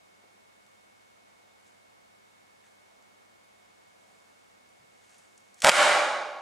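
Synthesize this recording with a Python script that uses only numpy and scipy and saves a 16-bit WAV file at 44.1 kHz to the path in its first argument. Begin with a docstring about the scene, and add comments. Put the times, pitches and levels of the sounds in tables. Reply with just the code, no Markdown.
"""A large, quiet sports hall: hiss and a camera's faint whine, then soft steps and swishing sleeves.
A folded cloth fan is swung, its bamboo ribs ticking and sliding. At about 5.6 s it is flicked open:
the pleats jerk taut one after another in under a tenth of a second, the ribs crack, and the sheet
pushes a low puff of air. Gain control ducks under the crack, so the echo swells up afterwards
as the hall rings on."""
import sys
import numpy as np
from scipy import signal
from scipy.fft import rfft, irfft
from scipy.io import wavfile
from scipy.ndimage import uniform_filter1d, minimum_filter1d

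SR = 44100
rng = np.random.default_rng(int(sys.argv[2]) if len(sys.argv) > 2 else 0)


def unload_wav(signal):
    """Save mono or channel-first audio to the path in sys.argv[1] as 16-bit WAV at rate SR, clipped to [-1, 1]."""
    wavfile.write(
        sys.argv[1],
        SR,
        np.round(np.clip(np.atleast_2d(signal).T, -1, 1) * 32767).astype(np.int16),
    )


N = 282681


def from_db(db):
    return 10 ** (np.asarray(db) / 20)


def at_hz(points, hz):
    """Read a curve on a log-frequency axis."""
    table = np.array(points)
    return np.interp(np.log(hz + 1e-9), np.log(table[:, 0]), table[:, 1])


def butter(x, hz, kind, order):
    return signal.sosfilt(signal.butter(order, min(hz, SR / 2 - 1), kind, fs=SR, output="sos"), x + 1e-18)


def noise(spectrum):
    """Coloured noise of rms 1."""
    colour = from_db(at_hz(spectrum, np.fft.rfftfreq(N, 1 / SR)))
    x = irfft(rfft(rng.standard_normal(N)) * colour, N)
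    return x / x.std()


def stereo_noise(spectrum, likeness, size):
    """Spectra of two noises that are alike to a degree set by frequency."""
    hz = np.fft.rfftfreq(size, 1 / SR)
    alike = at_hz(likeness, hz)
    mid, side = rfft(rng.standard_normal((2, size))) * from_db(at_hz(spectrum, hz))
    return hz, np.sqrt(1 + alike) * mid + np.sqrt(1 - alike) * side * [[1], [-1]], alike


def clicks(times, levels_db):
    """One impulse for each contact."""
    out = np.zeros(N)
    out[np.round(np.asarray(times) * SR).astype(int)] = from_db(levels_db)
    return out


def fading(hits, t60):
    """Every hit starts an envelope that falls 60 dB in t60 seconds."""
    return signal.lfilter([1], [1, -np.exp(-np.log(1000) / (t60 * SR))], hits + 1e-18)


def ring(hits, modes):
    """Every hit rings a body's damped modes; neighbouring modes start in opposite directions."""
    t = np.arange(SR // 20) / SR
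    body = sum((-1) ** k * from_db(db - 60 * t / t60) * np.sin(2 * np.pi * hz * t)
               for k, (hz, db, t60) in enumerate(modes))
    return signal.oaconvolve(hits, body)[:N]


def swell(start, end, attack_s, release_s, edge_db):
    """Attack, hold from start to end, release; each slope covers edge_db in its time."""
    t = np.arange(N) / SR
    away = np.maximum(start - t, 0) / attack_s + np.maximum(t - end, 0) / release_s
    return from_db(np.maximum(-edge_db * away, -200))


def swinging(moves, attack_share=.35):
    """Envelope of a series of movements, each speeding up to its peak and slowing down."""
    return sum(from_db(db) * swell(s, s, attack_share * length, (1 - attack_share) * length, edge_db=21.5)
               for s, db, length in moves)


# The colour of the noise bed. Each row: frequency in Hz, relative density in dB.
HISS_COLOUR = [(20, -49), (40, -6), (75, -9), (130, -6), (200, 1.5), (300, -2.5), (700, 1.5), (1500, -2.5),
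               (2200, -3.5), (3000, -6.5), (5500, -9.5), (7500, -9.5), (11000, -16), (15500, -27)]
# Its stereo image. Each row: frequency in Hz, left-right likeness from -1 to 1.
HISS_IMAGE = [(60, 0.66), (180, -0.45), (500, -0.77), (1600, -0.56), (3000, -0.11), (4500, 0.061),
              (7500, 0.49), (10000, -0.14), (15000, 0.24)]


def hiss(level_db):
    """A wide, steady hiss; the camera body shakes its two microphones against each other."""
    _, field, alike = stereo_noise(HISS_COLOUR, HISS_IMAGE, N)
    bed = irfft(field / np.sqrt(1 + alike), N)
    return from_db(level_db) * bed / bed.std() * from_db([[-.4], [.4]])


# Hum and motor tones. Each row: frequency in Hz, level in dB, the left side's phase lead in radians.
WHINE_TONES = [(99.3, -82.5, 0.94), (206, -83, 1.15), (728, -82, 1.36), (2187.4, -73, 0.86),
               (2950, -89, 2.1), (3645.6, -82.5, 1.8), (7870, -96, 4), (10600, -98, 1)]


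def whine():
    """Mains hum and the camera's motor hold thin tones, a little to the right."""
    t = np.arange(N) / SR
    tones = sum(np.sqrt(2) * from_db(db) * np.sin(2 * np.pi * hz * t + np.array([[lead], [0]]))
                for hz, db, lead in WHINE_TONES)
    return tones * from_db([[-1.8], [1.2]])


# The colour of the reverb. Each row: frequency in Hz, relative level in dB.
TAIL_COLOUR = [(60, -21), (150, -14.5), (360, 3), (470, -5.5), (650, -5), (1000, 1.5), (2500, 2.5),
               (5000, 1), (9000, 5.5), (14000, 5)]
# Its stereo image. Each row: frequency in Hz, left-right likeness from -1 to 1.
TAIL_IMAGE = [(100, 0.9), (700, 0.95), (2000, 0.8), (4000, 0.67), (5500, 0.95), (8000, 0.56),
              (10000, -0.053), (15000, -0.95)]
# Its decay. Each row: frequency in Hz, t60 in seconds.
TAIL_DECAY = [(100, 1.3), (350, 1.17), (600, 1.445), (1200, 1.208), (2500, 0.92), (5000, 0.97),
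              (8000, 0.72), (12000, 0.65)]
# Pitches of the fan's quick pleat run, emphasised in its echo.
# Each row: frequency in Hz, bandwidth in Hz, gain in dB.
SNAP_PITCHES = [(365, 16, 0), (548, 18, -4), (591, 20, -1), (796, 26, 6), (1113, 28, -4), (1238, 18, -1),
                (1385, 18, -4)]


def hall(x, echo_db=-46.0, predelay_s=0.0019, build_s=0.096):
    """The hall answers with a diffuse tail that builds up, then dies fastest in the treble."""
    t = np.arange(SR) / SR
    hz, field, _ = stereo_noise(TAIL_COLOUR, TAIL_IMAGE, len(t))
    half_octave = np.round(2 * np.log2(np.maximum(hz, 64)))
    tail = sum(irfft(field * (half_octave == k)) * from_db(-60 * t / at_hz(TAIL_DECAY, 2 ** (k / 2)))
               for k in np.unique(half_octave))
    tail *= 1 - np.exp(-np.maximum(t - predelay_s, 0) / build_s)
    pitches = sum(from_db(db) * signal.lfilter(*signal.iirpeak(f, f / width, fs=SR), x)
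                  for f, width, db in SNAP_PITCHES)
    return from_db(echo_db) * signal.fftconvolve((x + pitches)[None], tail, axes=1)[:, :N]


# Early reflections. Each row: delay in seconds, gain in dB.
REFLECTIONS = [(.0235, -13), (0.061, -23), (.135, -19.5)]


def wall_returns(sideways):
    """Ceiling and walls each send back the sound thrown their way, later and softer."""
    n = np.arange(N)
    return sum(from_db(db) * np.interp(n - delay_s * SR, n, x, left=0)
               for x, (delay_s, db) in zip(sideways, REFLECTIONS))


# Footfalls. Each row: start in seconds, centre frequency in Hz, level in dB, t60 in seconds.
FOOTFALLS = [(.239, 460, -60, .1), (2.639, 1800, -67, .3), (4.799, 140, -67, .45)]


def steps():
    """Soft shoes give short, dull scuffs and knocks on the wooden floor."""
    out = np.zeros(N)
    for s, hz, db, t60 in FOOTFALLS:
        scuff = noise([(hz / 4, -25), (hz, 0), (hz * 4, -25), (hz * 20, -60)])
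        out += fading(clicks([s], [db]), t60) * scuff
    return out


# Sleeve swishes. Each row: peak time in seconds, level in dB, length in seconds.
SWISHES = [(1.43, -74, 0.82), (2.95, -71, 2.1), (4.1, -72, 0.86)]
# Their soft colour. Each row: frequency in Hz, relative density in dB.
SWISH_COLOUR = [(100, -26), (350, -9), (650, -2.5), (1100, -7), (2200, -18), (8000, -35)]


def sleeves():
    """Cloth brushes on cloth as the body turns."""
    return swinging(SWISHES) * noise(SWISH_COLOUR)


# The cue for the flick: the first pleat moves, and the pull builds until the cloth is taut.
FIRST_PLEAT_S, PULL_ATTACK_S = 5.6298, .016
TAUT_S = FIRST_PLEAT_S + PULL_ATTACK_S

# The low whump under the snap. Each row: frequency in Hz, relative density in dB.
PUFF_COLOUR = [(10, -25), (28, -2), (70, 3), (130, 1), (210, 5), (400, -18), (1000, -45), (4000, -90)]


def air_puff(level_db=-26.5):
    """The opening sheet gives one push of air, strongest when the cloth first comes taut."""
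    push = swell(TAUT_S, TAUT_S, attack_s=0.018, release_s=0.14, edge_db=56)
    return from_db(level_db) * push * noise(PUFF_COLOUR)


# Rib ticks, the light ones thinner. Each row: start in seconds, level in dB, low cut in Hz.
RIB_TICKS = [(.664, -60, 3800), (1.677, -64, 3000), (3.024, -59, 5000), (4.69, -63, 4970),
             (5.182, -53.5, 5540), (5.377, -50, 4970), (5.543, -52, 5420), (5.603, -43, 2140),
             (5.6198, -23.5, 1650)]
# Arm swings that slide the ribs. Each row: peak time in seconds, level in dB, length in seconds.
ARM_SWINGS = [(1.667, -70.5, 0.2), (2.66, -69, 0.17), (4.1, -75, 2.9), (5.117, -66, 0.76),
              (5.586, -63, 0.11)]
# The bright rasp of rib on rib. Each row: frequency in Hz, relative density in dB.
FRICTION_COLOUR = [(100, -20), (500, -10), (1500, 1), (4000, -4), (5500, -3), (7200, 1.5), (9500, -5),
                   (12000, -17), (15500, -37)]


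def fan_handling(tick_t60=0.027, grain_db=3, spread_db=-17.5):
    """The folded ribs tick, slide with every swing of the arm, and rub hard as the fan spreads."""
    pleat_s, _, _ = pleat_run()
    spreading = from_db(spread_db) * swell(TAUT_S, pleat_s[-1], attack_s=.053, release_s=.02, edge_db=109)
    friction = noise(FRICTION_COLOUR)
    ticks = sum(butter(fading(clicks([s], [db]), tick_t60) * friction, hz, "high", order=2)
                for s, db, hz in RIB_TICKS)
    catching = butter(rng.standard_normal(N), 280, "low", order=2)   # the ribs catch and slip
    grain = from_db(grain_db * catching / catching.std())
    return ticks + (swinging(ARM_SWINGS) + spreading) * grain * friction


# Accents: the nearest rib stops harder than the rest. Each row: time in seconds, boost in dB.
RIB_ACCENTS = [(5.647, 10.5), (5.668, 5), (5.692, 11.5), (5.698, 4)]


def pleat_run(count=11, first_gap_s=.00822, gap_shrink_s=.000293, slap_db=4.5, crack_db=4):
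    """The pleats jerk taut in a quickening run; gives each one's time, cloth level and rib level."""
    k = np.arange(count)
    elapsed = k * first_gap_s - gap_shrink_s * k * (k - 1) / 2
    pleat_s = FIRST_PLEAT_S + elapsed
    pull_db = -34.5 * np.maximum(1 - (elapsed / PULL_ATTACK_S) ** 2, 0)   # the pull builds up
    fade_db = -14 * np.maximum(2 * elapsed / elapsed[-1] - 1, 0) ** 2   # the last pleats slap weakly
    rib_db = crack_db + pull_db
    for when, boost_db in RIB_ACCENTS:
        rib_db[np.abs(pleat_s - when).argmin()] += boost_db
    return pleat_s, slap_db + pull_db + fade_db, rib_db


# Taut cloth, the body of the snap. Each row: frequency in Hz, relative level in dB, t60 in seconds.
CLOTH_MODES = [(599, -5.5, 0.02), (832, -6, 0.015), (1160, -2.5, 0.0071), (1976, -8, 0.0091)]
# Bamboo ribs, its hard edge. Each row: frequency in Hz, relative level in dB, t60 in seconds.
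BAMBOO_MODES = [(1555, -0.5, 0.0016), (2190, -2.5, 0.0033), (3210, -2.5, 0.0014), (5560, -7, 0.0016),
                (6620, -7.5, 0.0014), (8480, -6.5, 0.00093), (11900, -22.5, 0.0013)]


def fan_snap(scatter_s, rebound_s=.00135, rebound_db=0.5, flutter_db=-29, chatter_db=-19):
    """Each pleat slaps taut and flutters, and stops its rib with a crack and a brief chatter."""
    pleat_s, cloth_db, rib_db = pleat_run()
    count = len(pleat_s)
    pleat_s = pleat_s + scatter_s * rng.standard_normal(count)   # the paths differ with direction
    again_s = pleat_s + rebound_s * (1 + .07 * rng.standard_normal(count))   # each pleat rebounds once
    slaps = clicks(pleat_s, cloth_db) + clicks(again_s, cloth_db + rebound_db)
    cracks = clicks(pleat_s, rib_db) + clicks(again_s, rib_db + rebound_db)
    flutter = from_db(flutter_db) * fading(slaps, t60=.035) * rng.standard_normal(N)
    chatter = from_db(chatter_db) * fading(cracks, t60=.01) * rng.standard_normal(N)
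    snap = ring(slaps + flutter, CLOTH_MODES) + ring(cracks + chatter, BAMBOO_MODES)
    snap = butter(snap, 340, "high", order=2)   # an open sheet radiates little bass
    return butter(snap, 14500, "low", order=4)


def scene():
    """The fan is heard directly; what it throws in other directions comes back from the hall."""
    movement = fan_handling() + steps() + sleeves() + air_puff()
    direct = fan_snap(scatter_s=0) + movement
    sideways = [fan_snap(scatter_s=.00012) + movement for _ in REFLECTIONS]
    heard = direct + wall_returns(sideways) + sum(hall(x) for x in sideways)
    tilt = 0.12 * butter(heard, 2100, "low", order=1) * [[-1], [1]]   # a little more bass on the right
    return heard + tilt + hiss(level_db=-60) + whine()


def gain_control(x, ceiling_db, release_s, window_samples=45):
    """Gain ducks just ahead of a peak over the ceiling and creeps back."""
    over_db = np.maximum(20 * np.log10(np.abs(x).max(axis=0) + 1e-9) - ceiling_db, 0)
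    release = np.exp(-np.arange(N) / SR / release_s)
    gain_db = -np.maximum.accumulate(over_db / release) * release
    early_db = minimum_filter1d(gain_db, window_samples)
    return x * from_db(uniform_filter1d(early_db, window_samples))


def record(dry):
    """Gain control holds down the crack, then a steep low-pass takes off the very top."""
    held = gain_control(from_db(0.5) * dry, ceiling_db=-.7, release_s=0.11)
    cutoff_hz = 15700
    return signal.sosfilt(signal.ellip(10, .1, 90, cutoff_hz, fs=SR, output="sos"), held)


dry = scene()
out = record(dry)
unload_wav(out)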